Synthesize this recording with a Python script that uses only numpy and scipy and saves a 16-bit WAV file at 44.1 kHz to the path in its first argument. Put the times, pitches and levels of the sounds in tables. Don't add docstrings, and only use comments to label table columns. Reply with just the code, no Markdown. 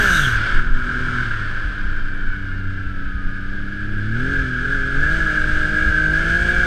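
import sys
import numpy as np
from scipy import signal
from scipy.fft import rfft, irfft
from scipy.io import wavfile
from scipy.ndimage import uniform_filter1d, map_coordinates

SR = 44100
rng = np.random.default_rng(int(sys.argv[2]) if len(sys.argv) > 2 else 0)


def transcribe(u):
    v = np.clip(np.atleast_2d(u).T, -1, 1)
    q = np.round(v * 32767).astype(np.int16)
    wavfile.write(sys.argv[1], SR, q)


N = 293706
TIME = np.arange(N) / SR
BINS_HZ = np.fft.rfftfreq(N, 1 / SR)
COASTING_HZ, CYLINDERS = 100, 3

# (t/s, firing rate/Hz)
REV_CURVE = [(0, 210), (.05, 204), (.14, 169), (.3, 118), (.38, 106.5), (.56, 118), (1.02, 125.7),
             (1.18, 123), (1.38, 105), (1.7, 99.3), (2.2, 98), (2.6, 94.6), (2.85, 95.3), (3.25, 92.5),
             (3.55, 98.5), (4.02, 103), (5.4, 152), (6.1, 155.7), (6.45, 175.5), (6.66, 178)]
# (t/s, half width/s, added firing rate/Hz)
SURGES = [(4.315, .155, 24.5), (4.725, .09, 9.5), (5.165, .125, 19)]

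def firing_hz():
    return curves(REV_CURVE)[0] + humps(SURGES)


# (f/Hz, gain/dB)
PIPE_EQ = [(100, 1.5), (200, 1.5), (285, 1.5), (365, -4), (410, 1.5), (485, -8.5), (540, -1), (620, 2),
           (820, -1.5)]

def pipe_db(order):
    return np.interp(order * firing_hz(), *np.transpose(PIPE_EQ))


# (level/dB coasting with throttle shut, full-throttle gain/dB, gain/dB per rev doubling)
FIRING_ORDERS = [(-38, -2, 5), (-51.5, 21.5, 2.5), (-49, 13, -0.5), (-57, 4.5, 14)]
# (t/s, opening 0-1)
THROTTLE = [(0, 0.72), (.15, 0.67), (.33, .3), (.45, 0.52), (1.17, 0.67), (1.33, 0), (1.52, 0), (1.75, .35),
            (3, 0.53), (3.8, 0.64), (4.25, 0.91), (4.55, 0.69), (5.15, 0.73), (5.4, 0.71), (6.66, 0.86)]
# (t/s, half width/s, gain/dB)
BOOMS = [(.3, 0.18, 11.5), (1.26, 0.27, 7.5), (2.66, 0.26, 11), (3.32, 0.078, 4), (4.06, 0.23, 13),
         (4.52, 0.12, 6), (5.02, 0.19, 6), (6.12, 0.24, 7)]

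def order_levels():
    throttle = curves(THROTTLE)[0]
    doublings = np.log2(firing_hz() / COASTING_HZ)
    levels = [db + load_db * throttle + rev_db * doublings + pipe_db(order)
              for order, (db, load_db, rev_db) in enumerate(FIRING_ORDERS, 1)]
    levels[0] += humps(BOOMS)
    return levels


# (firing order, level/dB against order 4)
OVERTONES = [(5, -13), (6, -14), (7, -17), (8, -17)]
# (multiple of the engine cycle, level/dB against order 2)
LOPE = [(2, -7), (4, -6.5), (5, -20.5), (7, -13.5), (8, -15), (10, -15.5), (11, -24.5), (13, -31.5),
        (14, -24.5)]

def exhaust(firings):
    levels = order_levels()
    note = sum(gain_of(db) * partial(firings, order, flutter_db=1, flutter_hz=14, drift=.1)
               for order, db in enumerate(levels, 1))
    overtones = sum(gain_of(db + pipe_db(k)) * partial(firings, k, flutter_db=2.5, flutter_hz=14, drift=.3)
                    for k, db in OVERTONES)
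    lope = sum(gain_of(db) * partial(firings, k / CYLINDERS, flutter_db=2.5, flutter_hz=8, drift=.4)
               for k, db in LOPE)
    bite = gain_of(levels[3]) + gain_of(-59)
    return note + bite * overtones + gain_of(levels[1]) * lope


def knocks(firings, locked, throb):
    cycles = firings / CYLINDERS
    pattern = rng.standard_normal(size=512)
    loop = map_coordinates(pattern, [cycles % 1 * len(pattern)], order=3, mode="grid-wrap")
    pulse = 1 + throb * np.cos(2 * np.pi * firings) + throb * np.cos(2 * np.pi * cycles)
    return np.sqrt(locked) * evened(loop) + np.sqrt(1 - locked) * evened(noise() * pulse)


# (f/Hz, relative level/dB)
RING_BROAD_EQ = [(1000, -19), (1150, -20), (1280, -7.5), (1400, 0.5), (1560, 3.5), (1660, 1), (1770, -4.5),
                 (1870, -23), (2000, -36)]
RING_NARROW_EQ = [(1000, -43.5), (1150, -28), (1280, -13), (1380, -8), (1470, -3), (1560, 0), (1660, 4),
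                  (1740, -6), (1830, -23.5), (1950, -36.5)]
RASP_EQ = [(1850, -3.5), (2020, -0.5), (2280, 2), (2550, -7), (2900, -3.5), (3300, -3.5), (3700, -8.5),
           (4050, -12.5), (4750, -11.5), (5300, -15.5), (5700, -22)]
HISS_EQ = [(5400, -4.5), (5700, -3), (6100, 1.5), (6550, 0), (7000, -4.5), (7550, -5.5), (8200, -0.5),
           (9200, -13.5), (10000, -12), (11800, -20.5), (12900, -17.5), (13700, -26.5), (14700, -24.5)]
# (t/s, half width/s, gain/dB)
RING_SWELLS = [(.05, 0.25, 5), (4.35, 0.055, 5), (4.72, 0.18, 2), (5.02, 0.074, 2.5), (5.24, 0.068, 3.5),
               (6.01, 0.18, 4), (6.35, 0.03, 5), (6.6, 0.14, 3.5)]
# (coasting level/dB, gain/dB per rev doubling, share of the rattles)
RING_DRIVE = (-32, 18.54, 1)
RASP_DRIVE = (-47, 16.9, 1.47)
HISS_DRIVE = (-66, 23.3, 1.4)

def clatter(firings, ring_cap_db=-21, ring_shake_db=1.0, hiss_shake_db=.5):
    ring_db = np.minimum(driven(RING_DRIVE), ring_cap_db) + humps(RING_SWELLS)
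    knocking = knocks(firings, locked=.2, throb=.21)
    narrow = np.interp(TIME, [2.0, 4.2], [0, 1])
    ring = (1 - narrow) * coloured(knocking, RING_BROAD_EQ) + narrow * coloured(knocking, RING_NARROW_EQ)
    singing_power = sum(envelope ** 2 for envelope, _ in singing_envelopes())
    duck = np.sqrt(np.clip(1 - singing_power / gain_of(ring_db) ** 2, .35, 1))
    rasp = gain_of(driven(RASP_DRIVE)) * coloured(knocks(firings, locked=.14, throb=.1), RASP_EQ)
    hiss = gain_of(driven(HISS_DRIVE)) * coloured(knocks(firings, locked=0, throb=.048), HISS_EQ)
    shake = wander(rate_hz=16)
    whine = gain_of(ring_db + ring_shake_db * shake) * duck * steadied(ring, span_s=.29)
    return whine + gain_of(hiss_shake_db * shake) * (rasp + hiss)


# (t/s, half width/s, multiple of the engine cycle, level/dB)
SINGING_LINES = [(4.35, .05, 34, -24), (4.35, .05, 35, -22.5), (5.02, .05, 35, -23), (5.86, .2, 32, -25),
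                 (6.05, .13, 30, -18.5), (6.35, .04, 29, -17), (6.56, .1, 27, -27), (6.58, .13, 39, -37)]

def singing_envelopes():
    return [(humps([(s, half, gain_of(db))]), k) for s, half, k, db in SINGING_LINES]


def singing(firings):
    return sum(envelope * partial(firings, k / CYLINDERS, flutter_db=1.2, flutter_hz=20, drift=.2)
               for envelope, k in singing_envelopes())


# (t/s, shaft speed/Hz, whistle level/dB)
SPIN_DOWN = [(.05, 2150, -55), (.16, 1860, -48), (.45, 1450, -70), (1.25, 990, -54), (1.52, 870, -34),
             (1.8, 820, -45), (2.23, 767, -33), (2.58, 702, -45), (2.88, 675, -42), (3.22, 619, -44),
             (3.6, 608, -53), (3.95, 600, -80)]
# (shaft order, level/dB)
WHISTLE_OVERTONES = [(3, -53), (4, -57.5)]
# (t/s, half width/s, strength 0-1)
OVERTONE_SWELL = [(2.4, .75, 1)]
# (t/s, level/dB)
BLADE_FADE = [(0, -45), (.05, -45), (.1, -55), (.15, -58), (.22, -80), (.3, -100)]

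def turbo(blade_count=6):
    shaft_hz, whistle_db = curves(SPIN_DOWN)
    turns = np.cumsum(shaft_hz) / SR
    whistle = gain_of(whistle_db) * partial(turns, 2, flutter_db=2, flutter_hz=25, drift=.4)
    overtones = sum(gain_of(db) * partial(turns, order, flutter_db=3, flutter_hz=30, drift=.7)
                    for order, db in WHISTLE_OVERTONES)
    blades = partial(turns, blade_count, flutter_db=3, flutter_hz=150, drift=1.2)
    return whistle + humps(OVERTONE_SWELL) * overtones + gain_of(curves(BLADE_FADE)[0]) * blades


# (t/s, level/dB)
GASP = [(0, -41), (.1, -32), (.15, -29), (.2, -31.5), (.28, -36.5), (.36, -45), (.5, -100)]
# (f/Hz, width/Hz, relative level/dB)
VALVE_PEAKS = [(2864, 220, 6), (3800, 600, -3), (6110, 1100, -2), (8300, 950, -9.5), (10700, 1900, -19),
               (12700, 1600, -14.5)]

def blow_off(top_hz=13800):
    peaks = sum(gain_of(db) / (1 + (2 * (BINS_HZ - hz) / width) ** 2) for hz, width, db in VALVE_PEAKS)
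    high_cut = 1 / (1 + (BINS_HZ / top_hz) ** 20)
    rush = evened(irfft(rfft(noise()) * peaks * high_cut, N))
    return gain_of(curves(GASP)[0]) * rush


# (t/s, f/Hz, level/dB)
SQUEAL_DIVE = [(.09, 3800, -75), (.13, 3740, -35), (.165, 3783, -28), (.21, 3520, -36), (.25, 3280, -24),
               (.3, 3230, -44), (.38, 2980, -69), (.5, 2800, -100)]

def valve_squeal(width_hz=250):
    hz, db = curves(SQUEAL_DIVE)
    phase = 2 * np.pi * np.cumsum(hz) / SR
    return gain_of(db) * (wander(width_hz) * np.cos(phase) + wander(width_hz) * np.sin(phase))


# (f/Hz, relative level/dB)
RUMBLE_EQ = [(70, -16.5), (95, 5), (130, 0), (200, -2.5), (320, -8.5), (450, -13), (700, -22.5),
             (1200, -51.5)]
SNOW_EQ = [(80, -17), (200, 5), (400, -5.5), (600, 0.5), (850, -3), (1100, -4.5), (1500, 9), (2500, -36)]
# (coasting level/dB, gain/dB per rev doubling, share of the rattles)
RUMBLE_DRIVE = (-41, 9.9, 0.86)
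SNOW_DRIVE = (-50, 15, 1.36)

def track(lumpy_db=1.24):
    lumps = gain_of(lumpy_db * wander(rate_hz=28))
    rumble = gain_of(driven(RUMBLE_DRIVE)) * coloured(noise(), RUMBLE_EQ)
    snow = gain_of(driven(SNOW_DRIVE)) * coloured(noise(), SNOW_EQ)
    return lumps * (rumble + snow)


# (f/Hz, relative level/dB)
BUFFET_EQ = [(5, -15.5), (11, -1), (16, 4), (23, -7), (32, -13), (45, -26), (70, -34)]
# (t/s, half width/s, gain/dB)
GUSTS = [(.65, .13, 15.5), (1.85, 0.09, 8.5), (2.3, 0.38, 4.5), (3.25, 0.039, 10), (5.3, .3, 6.5),
         (6.3, 0.21, -6)]

def wind(bed_db=-24):
    return gain_of(bed_db + humps(GUSTS)) * steadied(coloured(noise(), BUFFET_EQ), span_s=1.0)


# (f/Hz, relative level/dB)
THUD_EQ = [(32, 6.5), (42, 7.5), (62, 3), (75, -2), (90, -17), (130, -27.5), (250, -37)]
# (coasting level/dB, gain/dB per rev doubling, share of the rattles)
SHAKE_DRIVE = (-35, 15, .1)
# (t/s, level/dB before the trim)
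BUMPS = [(0.314, -9.5), (0.489, -18), (1.249, -24), (1.639, -9), (1.842, -11), (2.859, -15), (3.039, -16),
         (3.139, -12.5), (3.259, -23), (4.279, -28), (4.368, -7.5), (4.751, -15), (5.029, -9.5),
         (5.508, -13), (5.854, -8), (6.061, -10), (6.269, -16), (6.4, -10.5), (6.559, -11.5)]

def chassis(shake_cap_db=-24.5, bump_trim_db=-10, rise_s=.022):
    power = gain_of(np.minimum(driven(SHAKE_DRIVE), shake_cap_db)) ** 2
    for s, db in BUMPS:
        age = np.maximum(TIME - s, 0) / rise_s
        power += (gain_of(db + bump_trim_db) * age * np.exp(1 - age)) ** 2
    return np.sqrt(power) * steadied(coloured(noise(), THUD_EQ), span_s=.034)


# (t/s, half width/s, gain/dB)
RATTLES = [(.43, 0.26, 8.5), (.68, 0.12, -5), (1.45, .48, 4), (6.66, 0.25, -0.5)]

def driven(drive):
    db, per_doubling_db, share = drive
    return db + per_doubling_db * np.log2(firing_hz() / COASTING_HZ) + share * humps(RATTLES)


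def partial(turns, order, flutter_db, flutter_hz, drift):
    phase = 2 * np.pi * (order * turns + rng.random()) + drift * wander(flutter_hz)
    return evened(np.sin(phase) * gain_of(flutter_db * wander(flutter_hz)))


def coloured(x, eq, skirt_db=90):
    hz, db = np.transpose(eq)
    octave, points = np.log2(BINS_HZ + 1), np.log2(hz + 1)
    outside = abs(octave - np.clip(octave, points[0], points[-1]))
    response = gain_of(np.interp(octave, points, db) - skirt_db * outside)
    return evened(irfft(rfft(x) * response, N))


def steadied(x, span_s):
    power = uniform_filter1d(x ** 2, int(span_s * SR))
    return x / np.sqrt(uniform_filter1d(power, int(span_s * SR / 2)) + 1e-9)


def wander(rate_hz):
    return evened(irfft(rfft(noise()) * np.exp(-(BINS_HZ / rate_hz) ** 2), N))


def curves(rows):
    s, *columns = np.transpose(rows)
    return [np.interp(TIME, s, column) for column in columns]


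def humps(rows):
    return sum(height * np.exp(-((TIME - s) / half) ** 2) for s, half, height in rows)


def noise():
    return rng.standard_normal(N)


def evened(x):
    return x / np.sqrt(np.mean(x ** 2) + 1e-20)


def gain_of(db):
    return 10 ** (np.asarray(db) / 20)


def scene():
    firings = np.cumsum(firing_hz()) / SR
    engine = exhaust(firings) + clatter(firings) + singing(firings)
    return (engine + turbo() + blow_off() + valve_squeal() + track() + wind() + chassis())[None]


def record(dry, hiss_db=-73.5, high_cut_hz=14900):
    sound = dry + gain_of(hiss_db) * noise()
    high_cut = signal.firwin(511, high_cut_hz, window=("kaiser", 9), fs=SR)
    return signal.oaconvolve(sound, high_cut[None], "same")


dry = scene()
out = record(dry)
transcribe(out)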